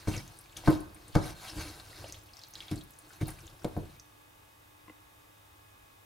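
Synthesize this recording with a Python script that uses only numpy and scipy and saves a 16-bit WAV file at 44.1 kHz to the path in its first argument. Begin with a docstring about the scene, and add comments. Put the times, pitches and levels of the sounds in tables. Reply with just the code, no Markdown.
"""Stirring a thick mixture in a saucepan

A wooden spoon stirs a thick, wet mixture in a steel saucepan on a glass hob, then rests in it.
Its knocks ring the pan as fading sine waves, with bursts of noise; its scrapes are coloured noise.
Air pockets pop as short rising tones with a little noise, and later a small double tick is heard.
A quiet kitchen hums and whines behind, made of noise and nearly steady tones.
Two microphone ports close by hear it all in stereo."""
import sys
import numpy as np
from scipy import signal
from scipy.fft import rfft, irfft, next_fast_len
from scipy.io import wavfile
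from scipy.ndimage import uniform_filter1d, map_coordinates

SR = 44100
rng = np.random.default_rng(int(sys.argv[2]) if len(sys.argv) > 2 else 0)


def generate_wav(sig):
    """Save sig (samples, or channels by samples) to the path in sys.argv[1] as 16-bit PCM at SR."""
    pcm = np.round(np.clip(np.atleast_2d(sig).T, -1, 1) * 32767).astype(np.int16)
    wavfile.write(sys.argv[1], SR, pcm)


N = 267021

# All levels below are relative within their sound unless noted; "density" is level per Hz of noise.
# Kitchen appliance tones: [f/Hz, mean level/dB rms]
APPLIANCE_TONES = [(100.2, -69.5), (301.5, -73.5), (839.8, -72), (899.0, -74), (1093, -77), (1685, -74),
                   (2008, -83), (2067, -85.5), (2525, -76)]
# Colour of the air noise: [f/Hz, density/dB]
AIR_COLOUR = [(15, -46.5), (25, -10.5), (102, -5.5), (197, -18), (294, -12.5), (352, -14), (580, -12.5),
              (884, -13.5), (977, -14.5), (1150, -8.5), (1350, -15.5), (1640, -17), (3000, -21),
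              (3900, -34), (6600, -120)]
# Colour of the thin hiss: [f/Hz, density/dB]
HISS_COLOUR = [(1800, -33), (3000, -4.5), (3400, -4), (3500, .5), (3750, .5), (3900, -5), (7000, -7),
               (15200, -6.5), (15800, -9)]
# How alike left and right are in the kitchen noise: [f/Hz, likeness from -1 to 1]
AIR_LIKENESS = [(60, 1), (130, 0.93), (290, 0.049), (640, -0.35), (1410, -0.34), (3100, 0.11), (6820, 0.59),
                (15000, 0.77)]
# How alike left and right are in the noise from the pan: [f/Hz, likeness from -1 to 1]
NEAR_LIKENESS = [(60, 1), (300, 1), (1000, 0.72), (4000, 0.84), (15000, 0.74)]
# The stroke over time: [t/s, scrape level/dB, 0 flat on the floor to 1 edge on the wall, rumble level/dB]
STROKE_CURVES = [(0.0, -55.5, 0.63, -54), (0.069, -56.5, 0.46, -64), (0.08, -41.5, .55, -51),
                 (0.18, -48, 0.52, -37), (0.23, -57.5, 0.26, -56.5), (0.55, -66, 0.48, -62),
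                 (0.58, -47, 0.36, -50.5), (0.63, -58, 0.47, -55), (0.68, -41.5, 0.65, -51),
                 (0.755, -48, .4, -43), (0.79, -60, 0.48, -49.5), (0.9, -67, 0.29, -55.5),
                 (1.14, -59.5, .45, -62), (1.151, -44, 1, -67), (1.2, -51.5, 0.65, -51),
                 (1.26, -43, 0.42, -53), (1.31, -48, 0.4, -49.5), (1.35, -56.5, .4, -54),
                 (1.44, -48, 0.35, -63), (1.46, -44.5, 0.53, -60), (1.51, -46, 0.64, -54),
                 (1.538, -50.5, 0.32, -42.5), (1.6, -42, 0.47, -39), (1.72, -50, 0.39, -49),
                 (1.85, -57.5, 0.28, -61.5), (1.88, -53.5, 0.37, -56), (2.03, -53, .45, -50.5),
                 (2.14, -56.5, 0.7, -54.5), (2.25, -67.5, 0.33, -66), (2.39, -59.5, .6, -71),
                 (2.52, -65.5, 0.46, -70), (2.559, -55.5, 0.53, -53.5), (2.7, -58, 0.59, -66),
                 (2.72, -50, 0.32, -46), (2.85, -65.5, 0.37, -67), (3.01, -68, 0.34, -69),
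                 (3.13, -57.5, .4, -61), (3.2, -62.5, .4, -62), (3.22, -48, 0.49, -52),
                 (3.255, -60.5, .4, -56), (3.29, -47, 0.18, -49), (3.35, -58.5, 0.23, -55),
                 (3.6, -62.5, 0.14, -61), (3.82, -61.5, .25, -44), (3.98, -65, 0.66, -77)]
# Colour of the spoon flat on the floor: [f/Hz, density/dB]
FLOOR_COLOUR = [(290, -11.5), (500, -15.5), (760, -3), (817, -8.5), (1010, -7.5), (1610, -10), (1760, -21),
                (2250, -32), (2520, -18.5), (4370, -18.5), (6930, -22.5), (10100, -17.5), (15800, -26)]
# Colour of the spoon's edge on the wall: [f/Hz, density/dB]
WALL_COLOUR = [(290, -38), (500, -18), (687, -9), (760, -8), (1210, -10), (1280, -9), (1600, -0.5),
               (2210, 0), (2490, -5.5), (4370, -0.5), (6740, -5.5), (10500, -14.5), (15800, -51)]
# Colour of the low rumble of pan and stove: [f/Hz, density/dB]
RUMBLE_COLOUR = [(15, -36), (25, -3), (109, 3.5), (213, -14), (267, -30), (301, 1.5), (377, -11),
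                 (583, -14.5), (628, -14), (900, -42.5), (1170, -35), (1980, -120)]
# Where the pan sings under friction: [f/Hz, width/Hz, level/dB]
SINGING_BANDS = [(1304, 8.5, -8), (1560, 30, -6), (1930, 43, -12.5), (2278, 39, -0.5), (2715, 43, 0.5),
                 (3200, 41, -5.5), (3774, 130, -8), (4230, 110, -6.5), (4750, 73, -8), (5190, 72, -9),
                 (6120, 115, -8), (8700, 80, -7.5), (9210, 67, -5.5), (10000, 156, -8), (11300, 90, -3.5)]
# Blows of the spoon, each followed by the pan slamming onto the hob: [t/s, clack level/dB,
# thud, ring, knock and crack levels/dB above the clack, slam delay/s, slam f/Hz]
BLOWS = [(0.0738, -29, 5, 4, -2, -22, 0.0099, 137), (0.6754, -13.5, -10.5, 1.5, -5.5, -32, 0.0081, 143),
         (1.1529, -15, -7, -5.5, -3.5, -18.5, 0.0077, 125), (2.7131, -39, 8, 11.5, -1, -2.5, 0.008, 156),
         (3.2119, -38, 10.5, 8, 1.5, -9.5, 0.0193, 130), (3.6453, -35.5, -1, 6.5, 11.5, -7, 0.0057, 180),
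         (3.7663, -38, 6, 8.5, 10, -20.5, 0.0084, 162)]
# Ringing of the loaded pan and the hob under it: [f/Hz, level/dB, time to fall 60 dB/s]
PAN_MODES = [(45, -7.5, 0.65), (99.8, 6.5, 0.24), (142.5, 2.5, 0.17), (207, 2.5, 0.071), (301.2, -5, 0.27),
             (311.3, 0, 0.28), (392, -19, 0.1), (485.6, 0.5, 0.086), (587, 1.5, 0.062), (707, 1, 0.066),
             (862, -3, 0.041), (918, -5.5, 0.05), (1049, -7, 0.097), (1210, -12, 0.063), (1519, -6, 0.053),
             (2182, -1.5, 0.076)]
# How fast the shudder after a blow dies: [f/Hz, time to fall 60 dB/s]
SHUDDER_FADE = [(50, 0.27), (130, 0.75), (350, 0.2), (920, 0.23), (2400, 0.11), (6400, 0.0824)]
# Colour of the shudder: [f/Hz, density/dB]
SHUDDER_COLOUR = [(15, -32.5), (25, -13.5), (146, -4.5), (236, -15.5), (312, -1.5), (438, -9), (866, -14),
                  (1060, -16.5), (1780, -19), (3000, -38), (3900, -68.5), (6600, -120)]
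# The pan's base meeting the glass: [multiple of slam f, level/dB, slam cycles to fall 60 dB]
SLAM_MODES = [(.6, -5, 5.3), (1.05, 7.5, 5.5)]
# Colour of the brief crack: [f/Hz, density/dB]
CRACK_COLOUR = [(1180, -34), (2000, -7), (4030, -1), (5650, -8), (6320, -5.5), (13500, -15), (15800, -23)]
# Stereo width of a blow: [f/Hz, share of the bass lead, left minus right level/dB per radian of lead]
BLOW_WIDTH = [(70, 1, -6.5), (110, 1, 0), (200, .8, -1.5), (300, .5, 2.5), (450, .8, 1.5), (800, 0, 0)]
# How the kitchen's echo dies: [f/Hz, time to fall 60 dB/s]
ECHO_FADE = [(200, 0.28), (2000, 0.73), (10000, 0.32)]
# Air pockets bursting at set times, loud and quiet: [t/s, level/dB, starting pitch f/Hz]
TIMED_POPS = [(0.1391, -29.5, 2660), (0.165, -27.5, 6300), (0.178, -26.5, 5230), (0.278, -37.5, 6330),
              (0.3888, -33.5, 8800), (0.3716, -42, 9000), (0.4104, -39.5, 10800), (0.5666, -28, 3320),
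              (0.5698, -26.5, 6050), (0.5714, -31.5, 10070), (0.638, -31.5, 726), (0.661, -31, 4170),
              (0.704, -30, 11500), (0.8046, -35.5, 9900), (0.9462, -36, 9350), (1.081, -37, 8750),
              (1.1244, -43, 4560), (1.7992, -32.5, 4050), (1.9297, -39, 2030), (2.042, -28, 615),
              (2.044, -34.5, 2850), (2.0845, -39, 9000), (2.099, -38, 5240), (2.1242, -27.5, 6200),
              (2.1438, -34.5, 3200), (2.163, -46, 12000), (2.335, -37.5, 4600), (2.3694, -37, 5250),
              (2.392, -36.5, 5170), (2.4157, -37, 4090), (2.4365, -30.5, 4300), (2.4854, -43, 13100),
              (2.5085, -40, 11300), (2.5374, -32.5, 5940), (2.5545, -26.5, 3840), (2.605, -26, 3430),
              (2.6237, -35, 2560), (2.6822, -32, 3600), (2.694, -40, 2520), (2.7585, -35.5, 7800),
              (2.777, -37, 4400), (2.8112, -36, 3720), (2.7894, -41, 9240), (2.838, -40, 10500),
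              (2.9077, -39, 11000), (2.9882, -32.5, 9800), (3.106, -40, 1450), (3.1336, -41, 6390),
              (3.2575, -35.5, 4160), (3.271, -31, 12800), (3.28, -31.5, 810), (3.282, -26.5, 10000),
              (3.2883, -37.5, 2000), (3.3054, -28.5, 9800), (3.3868, -40, 2420), (3.405, -41, 5750),
              (3.4683, -38, 6500), (3.478, -37.5, 3460), (3.647, -38, 4000), (3.775, -41, 12500),
              (3.9977, -35, 5800)]
# A small double tick nearby: [t/s, level/dB]
TICK_TIMES = [(4.88, -46), (4.896, -43)]
# Ringing of each tick: [f/Hz, level/dB, time to fall 60 dB/s]
TICK_RINGING = [(230, -5, .07), (305, 0, .07), (500, -3, .04), (750, -6, .03), (1050, 0, .035),
                (1400, -8, .025), (2030, -2, .03), (2750, -9, .025)]
# How much sooner the left port hears the pan: [f/Hz, phase lead/radians]
LEFT_LEAD = [(40, .05), (150, .2), (400, .3), (800, .5), (2300, .35), (5000, .1), (15000, 0)]
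# How much louder the left port hears the pan: [f/Hz, left minus right level/dB]
LEFT_LEAN = [(60, 0), (300, 1), (1200, 1.1), (5000, 0.5), (15000, -0.5)]

AIR_DB, HISS_DB = -61, -64.8  # air level before its slow wobble, hiss level (rms)
SOFT_DB = -40.5  # clack level at which the added bass lead is zero
SLAM_DB, SLAM_GROWS = -31.5, 0.62  # slam level at SOFT_DB; dB gained for each dB of clack
LEAD_PER_DB = 0.0205  # radians the bass leads on the left, before its share, per dB above SOFT_DB
POP_T60_S, POP_SHORTENS = 0.0099, 0.6  # time for a 1 kHz pop to fall 60 dB; power by which pitch shortens it
POP_LEAN_DB, POP_SCATTER_DB = 0.5, 3  # left minus right: mean and spread
SNAP_DB, LINGER_DB = -5, -13.5  # relative to the blip
FAINT_COUNT = 130  # small pockets bursting at random while the spoon moves
FAINT_DB, FAINT_SPREAD_DB = -54, 10  # the weakest of them, range above it
FAINT_HZ, FAINT_OCTAVES = 5520, 0.76  # middle pitch and spread
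TOP_HZ = 15830  # upper band limit
SIDE = np.array([[.5], [-.5]])  # shares a left-right difference between the two ports


def amp(db):
    """Turns decibels into gain."""
    return 10 ** (np.asarray(db) / 20)


def unit(x):
    """Scales a sound to rms 1."""
    return x / np.sqrt(np.mean(x ** 2) + 1e-20)


def along(points, hz):
    """Reads a value between (Hz, value) points on a log frequency axis."""
    f, value = np.transpose(points)
    return np.interp(np.log(hz + 1), np.log(f + 1), value)


def wobble(rate):
    """Draws a smooth random curve through a given number of random points a second."""
    knots = rng.standard_normal(int(N * rate / SR) + 4)
    return map_coordinates(knots, [np.arange(N) * rate / SR])


def filtered(x, response):
    """Multiplies each frequency of x by a complex response."""
    m = next_fast_len(x.shape[-1] + 8192)
    changed = rfft(x, m) * response(np.fft.rfftfreq(m, 1 / SR))
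    return irfft(changed, m)[..., :x.shape[-1]]


def half_angle(alike, hz):
    """Half the angle whose cosine is the left-right likeness."""
    return np.arccos(np.clip(along(alike, hz), -1, 1)) / 2


def spread(pair, spectrum, alike):
    """Colours two unrelated signals and mixes them to a left and right of the given likeness."""
    def response(hz):
        turn = half_angle(alike, hz)
        return amp(along(spectrum, hz)) * [np.cos(turn), np.sin(turn)]

    mid, side = filtered(pair, response)
    return np.array([mid + side, mid - side])


def dying(t60s, seconds):
    """Makes two noises in which each frequency dies at its own speed."""
    noise = rng.standard_normal((2, int(seconds * SR)))
    hz, t, z = signal.stft(noise, SR, nperseg=512)
    fade = amp(-60 * t / np.abs(along(t60s, hz))[:, None])
    return signal.istft(z * fade, SR, nperseg=512)[1]


def add(track, sound, s):
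    """Mixes a sound into the track from time s."""
    piece = track[:, round(s * SR):][:, :sound.shape[-1]]
    piece += sound[..., :piece.shape[-1]]


def ring(modes, t, attack_cycles, scatter_db):
    """Sums fading sine waves, each at a new strength; the minus sign means struck inward."""
    hz, db, t60 = np.transpose(modes)[:, :, None]
    db = db + scatter_db * rng.standard_normal(db.shape)
    swell = 1 - np.exp(-t * hz / attack_cycles)
    return -np.sum(amp(db - 60 * t / t60) * swell * np.sin(2 * np.pi * hz * t), axis=0)


def resonance(f, hz, width_hz):
    """Gives the response of one resonance, 1 at its centre."""
    return 1j * f * width_hz / (hz * hz - f * f + 1j * f * width_hz)


def patchy(depth_db):
    """Makes two noises whose strength varies in patches over pitch and time."""
    z = signal.stft(rng.standard_normal((2, N)), nperseg=256)[2]
    field = uniform_filter1d(rng.standard_normal(z.shape[1:]), size=5, axis=0)
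    field = uniform_filter1d(field, size=10, axis=1)
    return signal.istft(z * amp(depth_db * unit(field)), nperseg=256)[1][:, :N]


def kitchen():
    """Air noise, a thin hiss and nearly steady tones, whose phase differs between the two ports."""
    t = np.arange(N) / SR
    air = unit(spread(rng.standard_normal((2, N)), AIR_COLOUR, AIR_LIKENESS))
    hiss = unit(spread(rng.standard_normal((2, N)), HISS_COLOUR, AIR_LIKENESS))
    out = amp(AIR_DB + 0.13 * wobble(3.26)) * air + amp(HISS_DB) * hiss
    for hz, db in APPLIANCE_TONES:
        apart = 2 * half_angle(AIR_LIKENESS, hz) * SIDE
        level = np.sqrt(2) * amp(db + 1.5 * wobble(3.83))  # root 2 turns rms into peak
        out += level * np.sin(2 * np.pi * hz * t + 0.74 * wobble(2.996) + apart)
    return out


def scrape(edge):
    """Wood drags over steel: the hiss changes colour with the spoon's angle and makes the pan sing."""
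    grit = amp(wobble(60) + wobble(400))  # the contact catches and slips a little
    floor = unit(spread(grit * patchy(1.4), FLOOR_COLOUR, NEAR_LIKENESS))
    wall = unit(spread(grit * patchy(3.3), WALL_COLOUR, NEAR_LIKENESS))
    hiss = np.sqrt(1 - edge) * floor + np.sqrt(edge) * wall

    def singing(f):
        return .5 + sum(amp(db) * resonance(f, hz, width) for hz, width, db in SINGING_BANDS)

    return unit(filtered(hiss, singing))


def rumble():
    """An uneven low noise of pan and stove, under the stroke and after blows."""
    uneven = amp(2.7 * wobble(31)) * rng.standard_normal((2, N))
    return unit(spread(uneven, RUMBLE_COLOUR, NEAR_LIKENESS))


def stroke():
    """Scrape and rumble follow their level curves until the spoon stops."""
    t = np.arange(N) / SR
    s, *columns = np.transpose(STROKE_CURVES)
    scrape_db, edge, rumble_db = (np.interp(t, s, column) for column in columns)
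    moving = np.clip((s[-1] - t) / 0.013, 0, 1)  # fades out over the last 13 ms
    sound = amp(scrape_db) * scrape(np.clip(edge, 0, 1)) + amp(rumble_db) * rumble()
    return moving * sound


def shudder(weight, t):
    """The hob trembles after a blow: noise that swells fast and dies at a speed set by its pitch."""
    colour = [(hz, level + along(weight, hz)) for hz, level in SHUDDER_COLOUR]
    noise = spread(dying(SHUDDER_FADE, 0.97), colour, NEAR_LIKENESS)
    return noise[:, :len(t)] * (1 - np.exp(-t / 0.0031))


def crack(db, t):
    """The spoon hits the pan with a very short burst of bright noise."""
    noise = spread(rng.standard_normal((2, len(t))), CRACK_COLOUR, NEAR_LIKENESS)
    return unit(noise) * amp(db - 60 * t / 0.032)


def slam(slam_hz, t):
    """The lifted pan lands on the glass with two low, quickly fading tones."""
    modes = [(k * slam_hz, level, life / slam_hz) for k, level, life in SLAM_MODES]
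    return ring(modes, t, 0.11, 0.66)


def widened(blow, lead):
    """Makes the bass differ in phase and level between the ports, more so for harder blows."""
    wide_hz, share, lean_db = np.transpose(BLOW_WIDTH)

    def response(f):
        gain = amp(SIDE * lead * np.interp(f, wide_hz, lean_db))
        return gain * np.exp(1j * SIDE * lead * np.interp(f, wide_hz, share))

    return filtered(blow, response)


def knocks():
    """Each blow rings the pan and cracks briefly; the pan lifts, slams down and the hob shudders."""
    out, t = np.zeros((2, N)), np.arange(SR * 2 // 3) / SR
    for s, db, thud_db, ring_db, knock_db, crack_db, delay, slam_hz in BLOWS:
        hardness_db = db - SOFT_DB
        slam_db = SLAM_DB + SLAM_GROWS * hardness_db - db  # relative to the clack
        # how strongly this blow drives each pitch range: (Hz, dB)
        weight = [(200, thud_db), (280, ring_db), (400, ring_db), (480, knock_db),
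                  (750, knock_db), (1000, 0), (1600, 0), (2200, crack_db)]
        struck = [(hz, level + along(weight, hz), t60) for hz, level, t60 in PAN_MODES]
        trembling = amp(16.5) * shudder(weight, t)
        cracking = amp(1) * crack(crack_db, t)
        blow = amp(-7.0) * ring(struck, t, 0.26, 0.76) + trembling + cracking
        add(blow, amp(slam_db) * slam(slam_hz, t), delay)
        # 20 ms of silence in front leaves room for the port that hears it earlier
        padded = np.pad(blow, ((0, 0), (SR // 50, 0)))
        add(out, amp(db) * widened(padded, LEAD_PER_DB * hardness_db), s - 1 / 50)
    return out


def walls(x):
    """The kitchen answers with fading noise; each quarter second of sound gets a new tail."""
    out, step = np.zeros((2, N)), SR // 4
    for k in range(0, N, step):
        tail = dying(ECHO_FADE, .4)
        tail = tail / np.linalg.norm(tail[0])
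        add(out, signal.fftconvolve(x[:, k:k + step], tail, axes=1), k / SR + 0.006)  # 6 ms late
    return out


def blip(hz, t60, t):
    """A bursting pocket gives a short tone that rises as the pocket shrinks."""
    tone = np.sin(2 * np.pi * hz * t * (1 + 0.059 * t / t60))
    return tone * amp(-60 * t / t60) * (1 - np.exp(-t * hz / 0.75))


def snap(hz, t):
    """The skin of the pocket tears: a tiny burst of noise centred a little above the pitch."""
    noise = amp(SNAP_DB - 60 * t / 0.00324) * rng.standard_normal(len(t))
    return filtered(noise, lambda f: resonance(f, 1.2 * hz, 1.3 * hz) ** 2)


def linger(hz, t60, t):
    """The hollow of the pan keeps the pitch a while, as noise in a narrow band."""
    noise = rng.standard_normal(len(t)) + 0.14 * rng.standard_normal((2, len(t)))
    band = unit(filtered(noise, lambda f: resonance(f, hz, .25 * hz) ** 2))
    return band * amp(LINGER_DB - 60 * t / (.03 + 4 * t60)) * (1 - np.exp(-t / .0015))


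def mixture():
    """Air pockets burst, small and high or large and low; higher ones die sooner."""
    out, t = np.zeros((2, N)), np.arange(SR // 10) / SR
    when = rng.random(FAINT_COUNT) * STROKE_CURVES[-1][0]
    faint_db = FAINT_DB + FAINT_SPREAD_DB * rng.random(FAINT_COUNT)
    pitch = FAINT_HZ * 2 ** (FAINT_OCTAVES * rng.standard_normal(FAINT_COUNT))
    faint = zip(when, faint_db, np.minimum(pitch, TOP_HZ))
    for s, db, hz in list(TIMED_POPS) + list(faint):
        t60 = POP_T60_S * (hz / 1000) ** -POP_SHORTENS
        lean_db = POP_LEAN_DB + POP_SCATTER_DB * rng.standard_normal()
        pop = blip(hz, t60, t) + snap(hz, t) + linger(hz, t60, t)
        add(out, amp(db + lean_db * SIDE) * pop, s)
    return out


def ticks():
    """Something small and hard touches down twice, ringing briefly each time."""
    out, t = np.zeros((2, N)), np.arange(SR // 8) / SR
    for s, db in TICK_TIMES:
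        add(out, amp(db) * ring(TICK_RINGING, t, 0.96, 1.9), s)
    return out


def placed(x):
    """Sets the pan a little to the left: at most pitches louder and earlier in that port."""
    def response(hz):
        return amp(SIDE * along(LEFT_LEAN, hz)) * np.exp(1j * SIDE * along(LEFT_LEAD, hz))

    return filtered(x, response)


def scene():
    """Adds the nearby sounds, the echo of all but the stroke, and the kitchen."""
    sharp = knocks() + mixture() + ticks()
    near = placed(sharp + stroke())
    return near + amp(-11) * walls(sharp) + kitchen()


def record(dry):
    """Keeps only what lies below the upper band limit."""
    return filtered(dry, lambda hz: hz < TOP_HZ)


dry = scene()
out = record(dry)
generate_wav(out)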